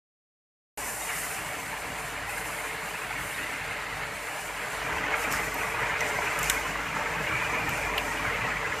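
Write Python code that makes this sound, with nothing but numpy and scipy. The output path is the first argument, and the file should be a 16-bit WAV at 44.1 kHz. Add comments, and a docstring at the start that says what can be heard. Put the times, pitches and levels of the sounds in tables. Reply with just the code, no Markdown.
"""Sock knitting machines clatter: needles hit their cams and blur into one dense, steely din.
We hear it first beside one machine, then louder along the aisle. Levers knock and ring in the
hard-walled hall, pneumatic valves spit, compressed air hisses, and small parts scrape and ping.
Underneath sits a bed of rumbling drives and the slowly beating hum of two motors."""
import sys
import numpy as np
from scipy import signal
from scipy.fft import rfft, irfft, next_fast_len
from scipy.io import wavfile
from scipy.ndimage import uniform_filter1d, map_coordinates

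SR = 44100
rng = np.random.default_rng(int(sys.argv[2]) if len(sys.argv) > 2 else 0)


def generate_wav(signal):
    """Clip the signal to [-1, 1] and save it as 16-bit WAV at the path in sys.argv[1]."""
    frames = np.transpose(np.atleast_2d(signal))
    scaled = np.clip(frames, -1, 1) * 32767
    pcm = np.round(scaled).astype(np.int16)
    wavfile.write(sys.argv[1], SR, pcm)


N = 388080
START_S, TOP_HZ = 0.7745, 14330
AISLE_S, WALK_S = 4.832, .4  # tone colour switches at AISLE_S; levels glide over WALK_S around it


# EQ of the din beside one machine: freq_hz, gain_db
NEAR_DIN_EQ = [(440, -2.0), (600, -3), (740, -2), (830, -3.5), (1010, -3), (1130, -3.0), (1450, -5.5),
               (1700, -4), (1900, -2.5), (2200, -1), (2450, -3.5), (2800, -6), (3400, -14), (4500, -15)]
# EQ of the din in the aisle: freq_hz, gain_db
AISLE_DIN_EQ = [(440, 0), (600, -2.5), (760, -4.5), (920, -2), (1010, -2), (1130, -1.5), (1500, -2),
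                (1700, -2), (2000, 2), (2400, -1.5), (2700, -6.5), (3000, -8), (3400, -14), (4500, -19.5)]
# fader for the drone of the frames, before its trim: time_s, level_db
FRAME_FADER = [(0.8, -40.5), (2.6, -40), (3.6, -41), (3.8, -40.0), (4.2, -41), (4.6, -40.0), (5.1, -34.5),
               (5.5, -35.5), (6.2, -34.5), (6.9, -38), (7.0, -35.5), (7.4, -37), (7.5, -33.5), (8.78, -38)]
# fader for cams and needles, before their trims: time_s, level_db
CLATTER_FADER = [(0.8, -39), (1.0, -40.0), (1.1, -36), (1.8, -37.5), (3.7, -35.5), (4.5, -37.5), (5.1, -31),
                 (5.4, -30.5), (5.5, -33.5), (6.0, -29.5), (6.1, -31.5), (6.5, -30.5), (6.6, -32.5),
                 (7.1, -32.5), (7.3, -31.5), (8.1, -33.0), (8.2, -30.5), (8.78, -33.0)]

def clatter(blows_db=-5, near_clinks_db=-13, aisle_clinks_db=-10, surge_db=0.4):
    """Needles hit their cams; near blows stay distinct, the rest blur into the hall."""
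    din = patchy_noise(patchy_db=2.0, bins=4, frames=4)
    din += amp(blows_db) * impacts(per_s=1200, scatter_db=2.5)
    din += amp(walk(near_clinks_db, aisle_clinks_db)) * clinks()
    din *= amp(cylinder_swell_db() + surge_db * wobble(60))  # the blows come in uneven bunches
    layer = lambda db, shape: amp(db) * place_eq(din, NEAR_DIN_EQ, AISLE_DIN_EQ, shape)
    frame_db, clatter_db = fader(FRAME_FADER), fader(CLATTER_FADER)
    frame = layer(frame_db + walk(-0.088, -0.64), lambda hz: band(hz, 382, 1120) * hollows(hz))
    # 1j shifts the phase a quarter turn, so neighbouring bands add in power
    cams = layer(clatter_db + walk(-2.5, -4.0), lambda hz: 1j * band(hz, 1227, 1897))
    needles = layer(clatter_db + walk(-3.0, -4.0), lambda hz: band(hz, 1940, 4780))
    return frame + cams + needles


def clinks(count=2000, t60=0.083, spread_db=6, lowest_hz=450, attack_s=0.0011):
    """Steel parts all over the hall, each ringing briefly at its own pitch; rms 1."""
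    track, t = np.zeros(N), np.arange(SR // 22) / SR
    envelope = strike(t, attack_s, t60)
    for when, pitch, force in rng.random((count, 3)):
        hz = lowest_hz * 6.5 ** pitch
        gain = amp(spread_db * force) * np.sqrt(hz)
        add(track, when * N / SR, gain * envelope * np.sin(2 * np.pi * hz * t))
    return unit(track)


# nearest needle cylinder, beside one machine and then in the aisle: turn_rate_hz, crest_s, depth_db
CYLINDER_TURNS = [(3.42, 1.12, 0.3), (4.16, 5.11, 0.4)]

def cylinder_swell_db():
    """The din rises and falls once with each turn of the nearest cylinder."""
    t = np.arange(N) / SR
    near, aisle = (depth_db * np.cos(2 * np.pi * turn_rate_hz * (t - crest_s))
                   for turn_rate_hz, crest_s, depth_db in CYLINDER_TURNS)
    return walk(near, aisle)


# levers and cams striking home: start_s, relative_db, ring_hz
LEVER_HITS = [(4.898, -16, 2093), (4.982, -18.5, 2435), (5.138, -7.5, 2104), (5.336, -12, 1700),
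              (5.828, -16, 1730), (6.185, -15.5, 977), (6.217, -14.5, 1940), (6.271, -14, 2260),
              (6.499, -10.5, 1705), (6.755, -17, 1555), (6.967, -13, 1766), (8.25, -14, 1610),
              (8.447, -14.5, 924)]

def knocks(t60=0.052, attack_s=0.0018, modes=20, trim_db=-8.5, wet_db=-7):
    """A lever lands and rings a cluster of short-lived steel modes; the hall answers."""
    track, t = np.zeros(N), np.arange(SR // 8) / SR
    for start_s, db, ring_hz in LEVER_HITS:
        modes_hz = ring_hz * rng.triangular(.35, .9, 1.45, (modes, 1))
        ring = unit(np.sin(2 * np.pi * (modes_hz * t + rng.random((modes, 1)))).sum(0))
        add(track, start_s, amp(db + trim_db) * strike(t, attack_s, t60) * ring)
    return track + amp(wet_db) * hall(track)


# EQ of a valve's spit: freq_hz, gain_db
SPIT_EQ = [(1000, -12), (3000, -6), (4800, -13), (5800, 2), (7500, 1.5), (9500, 0.5), (12000, -3),
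           (14000, 1)]
# valve cues, with thud and ping set against the burst: start_s, relative_db, thud_db, ping_hz, ping_db
VALVE_CUES = [(5.314, -30, -20, 6900, -8), (5.3237, -24.5, -10, 12500, -10), (5.5417, -37, -20, 13100, 2),
              (6.006, -29.5, -4, 5800, -1), (6.3895, -24.5, -18, 10400, -13), (6.4295, -26, -23, 7430, -3),
              (6.441, -28, -6, 5900, -6), (6.498, -12.5, -9.5, 3540, -15.5), (7.6911, -31, -8, 13500, -4),
              (7.9789, -33, 11.5, 11900, 0)]

def valves(spit_t60=0.019, thud_t60=0.038, ping_t60=0.024, ping_width_hz=330,
           trail_db=-23, trail_t60=0.39, attack_s=0.00065, trim_db=4.5):
    """Each valve spits a sharp burst that thuds and pings in its housing; air trails away after it."""
    track, t = np.zeros((2, N)), np.arange(SR // 2) / SR
    puff = lambda shape: unit(filtered(rng.standard_normal((2, len(t))), shape))
    spit = lambda hz: amp(along(SPIT_EQ, hz))
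    focus = amp([[0], [-6]])  # mid, side: the hit is narrower than its trail
    for start_s, db, thud_db, ping_hz, ping_db in VALVE_CUES:
        resonance = lambda hz: 1 / (1 + ((hz - ping_hz) / ping_width_hz) ** 2)
        burst = amp(-60 * t / spit_t60) * puff(spit)
        thud = amp(thud_db - 60 * t / thud_t60) * puff(lambda hz: band(hz, 1760, 2830, order=5))
        ping = amp(ping_db - 60 * t / ping_t60) * puff(resonance)
        trail = amp(trail_db - 60 * t / trail_t60) * puff(spit)
        opening = amp(db + trim_db) * (1 - np.exp(-t / attack_s))
        add(track, start_s, opening * (focus * (burst + thud + ping) + trail))
    return widen(track)


# EQ of the air beside one machine: freq_hz, gain_db
NEAR_AIR_EQ = [(4200, -5.5), (5400, -0.5), (6300, 1.5), (7300, 4.5), (8500, -1), (10000, -4), (12500, -8.5),
               (14000, -4)]
# EQ of the air in the aisle: freq_hz, gain_db
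AISLE_AIR_EQ = [(4200, 0), (5200, 1), (5900, 2.5), (6400, 2.5), (6900, 4), (8000, 0), (9500, -7),
                (11000, -8.5), (12500, -11), (13400, -4), (14000, -8)]
# air jets that open, blow and die away: start_s, length_s, hiss_db, spray_db
JET_CUES = [(0.742, 0.55, -43.7, -39.3), (1.45, 0.37, -52, -49.5), (1.966, .05, -53, -47),
            (2.267, 0.34, -51, -44.5), (2.834, .15, -57, -49), (3.17, 0.2, -54, -45.5),
            (4.11, 0.68, -52, -49.5), (5.15, .05, -45.5, -43.5), (5.3, 0.074, -43, -43),
            (5.564, 0.063, -50.5, -45), (6.006, 0.47, -47.5, -49), (6.4, .1, -43, -45.5),
            (6.935, .07, -53, -56), (7.197, .06, -55, -54), (7.393, .06, -52, -53),
            (7.69, 0.094, -47.5, -47.5), (7.964, 0.15, -52, -49.5), (8.727, .07, -51, -53)]

def air(hiss_db=(-51, -49.4), spray_db=(-51.3, -56), flutter_db=1.0, ticks_db=-10):
    """Suction tubes hiss steadily and jets blow over them; needle latches tick finely in the hiss."""
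    power = amp([walk(*hiss_db), walk(*spray_db)]) ** 2
    for start_s, length_s, jet_hiss_db, jet_spray_db in JET_CUES:
        blow = swell(start_s, length_s, attack_s=0.0081, t60=1.44)
        power += (amp([[jet_hiss_db], [jet_spray_db]]) * blow) ** 2
    hiss_gain, spray_gain = np.sqrt(power)
    rush = patchy_noise(patchy_db=1.65, bins=8, frames=3)
    ticks = amp(ticks_db) * impacts(per_s=870, scatter_db=3.5)
    flow = np.array([rush + ticks, rng.standard_normal(N)])  # mid, side
    hiss = hiss_gain * place_eq(flow, NEAR_AIR_EQ, AISLE_AIR_EQ, lambda hz: band(hz, 4200, 9700))
    spray = spray_gain * place_eq(flow, NEAR_AIR_EQ, AISLE_AIR_EQ, lambda hz: 1j * band(hz, 8620, 13650))
    return widen(amp(flutter_db * wobble(32)) * (hiss + spray))


# parts that scrape and sing for a moment: start_s, length_s, level_db, pitch_hz
SCRAPE_CUES = [(2.219, .1, -42.5, 2127), (3.356, .16, -42, 2120), (7.22, 0.38, -35.5, 2407)]

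def scrapes(width_hz=205, rough_db=1.1, flat_share=.16, rise_s=0.064):
    """Rubbing steel sings in one rough resonance that starts flat and slides up as the part takes hold."""
    track, t = np.zeros(N), np.arange(N) / SR
    for start_s, length_s, db, pitch_hz in SCRAPE_CUES:
        glide_hz = pitch_hz * (1 - flat_share * np.exp(-np.maximum(t - start_s, 0) / rise_s))
        envelope = swell(start_s, length_s, attack_s=.02, t60=2.5)
        track += amp(db) * envelope * fuzzy_tone(glide_hz, width_hz)
    return amp(rough_db * wobble(25)) * track


# light taps on steel: start_s, level_db
PING_CUES = [(1.02, -41), (3.345, -38)]

def pings(ring_hz=3750, t60=0.066, attack_s=.001):
    """A small steel part is tapped and rings at one pitch."""
    track, t = np.zeros(N), np.arange(SR // 8) / SR
    for start_s, db in PING_CUES:
        add(track, start_s, amp(db) * strike(t, attack_s, t60) * np.sin(2 * np.pi * ring_hz * t))
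    return track


# EQ of the drives' rumble: freq_hz, gain_db
RUMBLE_EQ = [(20, -22), (36, -20), (48, -20), (62, 0.5), (100, 0), (122, 4), (138, -1), (156, 3.5),
             (185, -2.5), (260, 0), (315, 0), (400, -9), (520, -29)]
# fader for the rumble, before its trim: time_s, level_db
RUMBLE_FADER = [(0.8, -49), (1.1, -51.0), (1.5, -43.5), (1.6, -48.5), (4.1, -48.0), (4.3, -49),
                (4.8, -49.5), (4.9, -42.5), (5.5, -42.5), (5.9, -45.0), (7.6, -40.5), (7.9, -43),
                (8.3, -40.5), (8.78, -45)]
# blurred tones of gears and spindles: pitch_hz, width_hz, relative_db
GEAR_TONES = [(159, 9, -57), (313.3, 27, -59), (424.4, 12, -64.5), (600.5, 40, -51), (911, 40, -51),
              (1010, 40, -54), (6860, 86, -66)]

def drives(near_whirr_db=-7, aisle_whirr_db=-1.0, trim_db=0.28, drift_db=0.8):
    """Belts and gears rumble and whirr; the aisle opens onto more of them."""
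    noise = patchy_noise(patchy_db=3.5, bins=2, frames=6)
    rumble = unit(filtered(noise, lambda hz: amp(along(RUMBLE_EQ, hz)) * hollows(hz)))
    whirr = sum(amp(db) * fuzzy_tone(hz, width_hz) for hz, width_hz, db in GEAR_TONES)
    rumble_db = fader(RUMBLE_FADER) + trim_db + drift_db * wobble(6.8)
    return amp(rumble_db) * rumble + amp(walk(near_whirr_db, aisle_whirr_db)) * whirr


def motors(hum_hz=49.5, beat_hz=0.678, in_step_s=6.67, waver_rad=.3,
           first_db=(-57, -51.5), second_db=(-64, -53), far_db=(-59, -54)):
    """Two motors hum almost in tune and beat slowly against each other; far ones blur around them."""
    t = np.arange(N) / SR - in_step_s
    phase = 2 * np.pi * hum_hz * t + waver_rad * wobble(2.94)
    first = amp(walk(*first_db)) * np.sin(phase)
    second = amp(walk(*second_db)) * np.sin(phase + 2 * np.pi * beat_hz * t)
    far = amp(walk(*far_db)) * fuzzy_tone(hum_hz, width_hz=9)
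    return np.sqrt(2) * (first + second) + far


# reverb time of the hall: freq_hz, t60_s
HALL_DECAY = [(200, 0.67), (2000, 1), (7000, 0.79), (14000, 0.12)]

def hall(x):
    """Hard walls return a tail in which each frequency dies at its own speed."""
    hz, t, spectrum = signal.stft(rng.standard_normal(SR), SR, nperseg=256)
    decay = amp(-60 * t / along(HALL_DECAY, hz)[:, None])
    tail = signal.istft(spectrum * decay, SR, nperseg=256)[1]
    return signal.fftconvolve(x, tail / np.linalg.norm(tail))[:N]


# notches in the din and the rumble: centre_hz, width_hz, depth_db
LOW_NOTCHES = [(239, 13.3, 6), (374, 16.5, 14.5), (519, 24.5, 9), (660, 16, 4.5)]

def hollows(hz):
    """Gain of the narrow dips that hollow out the low end."""
    return amp(-sum(depth_db * np.exp(-.5 * ((hz - centre_hz) / width_hz) ** 2)
                    for centre_hz, width_hz, depth_db in LOW_NOTCHES))


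# likeness of left and right, 1 being mono: freq_hz, correlation
STEREO_IMAGE = [(3000, 1), (4500, 1), (6800, 0.75), (10000, 0.24), (14000, 0.44)]

def widen(pair, mono_below_hz=3000):
    """Two unrelated signals become mid and side: mono in the bass, wide in the treble."""
    angle = lambda hz: np.arccos(np.clip(along(STEREO_IMAGE, hz), 0, 1)) / 2 * (hz > mono_below_hz)
    mid, side = filtered(pair, lambda hz: np.array([np.cos(angle(hz)), np.sin(angle(hz))]))
    return np.array([mid + side, mid - side])


def walk(near, aisle):
    """Glide from a value beside the first machine to a value in the aisle."""
    return near + (aisle - near) * np.clip((np.arange(N) / SR - AISLE_S) / WALK_S + .5, 0, 1)


def place_eq(x, near_eq, aisle_eq, shape):
    """Colour x for the spot beside one machine, then for the aisle; rms 1 in both."""
    near, aisle = (unit(filtered(x, lambda hz: amp(along(eq, hz)) * shape(hz)))
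                   for eq in (near_eq, aisle_eq))
    return np.where(np.arange(N) < AISLE_S * SR, near, aisle)


def impacts(per_s, scatter_db):
    """Countless small blows of uneven strength, rms 1."""
    clicks = (rng.random(N) < per_s / SR) * rng.choice([-1, 1], N)
    return unit(clicks * amp(scatter_db * rng.standard_normal(N)))


def patchy_noise(patchy_db, bins, frames):
    """White noise whose colour shifts in patches, bins wide and frames long; rms 1."""
    spectrum = signal.stft(rng.standard_normal(N), nperseg=1024)[2]
    patches = uniform_filter1d(uniform_filter1d(rng.standard_normal(spectrum.shape), bins, 0), frames, 1)
    return unit(signal.istft(spectrum * amp(patchy_db * unit(patches)), nperseg=1024)[1][:N])


def fuzzy_tone(hz, width_hz):
    """A narrow band of noise, rms 1; hz may glide."""
    phase = 2 * np.pi * np.cumsum(hz * np.ones(N)) / SR
    return unit(wobble(width_hz) * np.cos(phase) + wobble(width_hz) * np.sin(phase))


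def wobble(knots_per_s):
    """A smooth random curve."""
    coarse = np.arange(0, N + 32, 32)
    knots = rng.standard_normal(int(N * knots_per_s / SR) + 4)
    return np.interp(np.arange(N), coarse, map_coordinates(knots, [coarse * knots_per_s / SR]))


def strike(t, attack_s, t60):
    """Percussive envelope: attack and decay."""
    return (1 - np.exp(-t / attack_s)) * amp(-60 * t / t60)


def swell(start_s, length_s, attack_s, t60):
    """Attack, hold and release, one gain per sample."""
    t = np.maximum(np.arange(N) / SR - start_s, 0)
    return (1 - np.exp(-t / attack_s)) * amp(-60 * np.maximum(t - length_s, 0) / t60)


def fader(points):
    """Ride through (time_s, level_db) points, one level per sample."""
    return np.interp(np.arange(N) / SR, *np.transpose(points))


def along(points, hz):
    """Read (freq_hz, value) points on a log axis."""
    freqs, values = np.transpose(points)
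    return np.interp(np.log(hz + 1), np.log(freqs + 1), values)


def filtered(x, response):
    """Shape x with a gain that depends on frequency."""
    n = x.shape[-1]
    padded = next_fast_len(n + 8192, True)
    return irfft(rfft(x, padded) * response(np.fft.rfftfreq(padded, 1 / SR)), padded)[..., :n]


def band(hz, lo_hz, hi_hz, order=10):
    """Gain of a steep band-pass."""
    return ((1 + (lo_hz / (hz + 1)) ** (2 * order)) * (1 + (hz / hi_hz) ** (2 * order))) ** -.5


def add(track, start_s, sound):
    """Drop a sound into a track."""
    part = track[..., round(start_s * SR):][..., :sound.shape[-1]]
    part += sound[..., :part.shape[-1]]


def amp(db):
    """Decibels to gain."""
    return 10 ** (np.asarray(db) / 20)


def unit(x):
    """Scale to rms 1."""
    return x / np.sqrt(np.mean(x ** 2) + 1e-20)


def scene():
    """The mix: machinery in the centre, air and valves spread wide."""
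    return clatter() + drives() + motors() + scrapes() + knocks() + pings() + air() + valves()


def record(dry):
    """The sound cuts in after a silence, with a steep high cut at TOP_HZ."""
    high_cut = lambda hz: np.clip((TOP_HZ - hz) / 150 + .5, 0, 1)
    return filtered(dry * (np.arange(N) >= START_S * SR), high_cut)


dry = scene()
out = record(dry)
generate_wav(out)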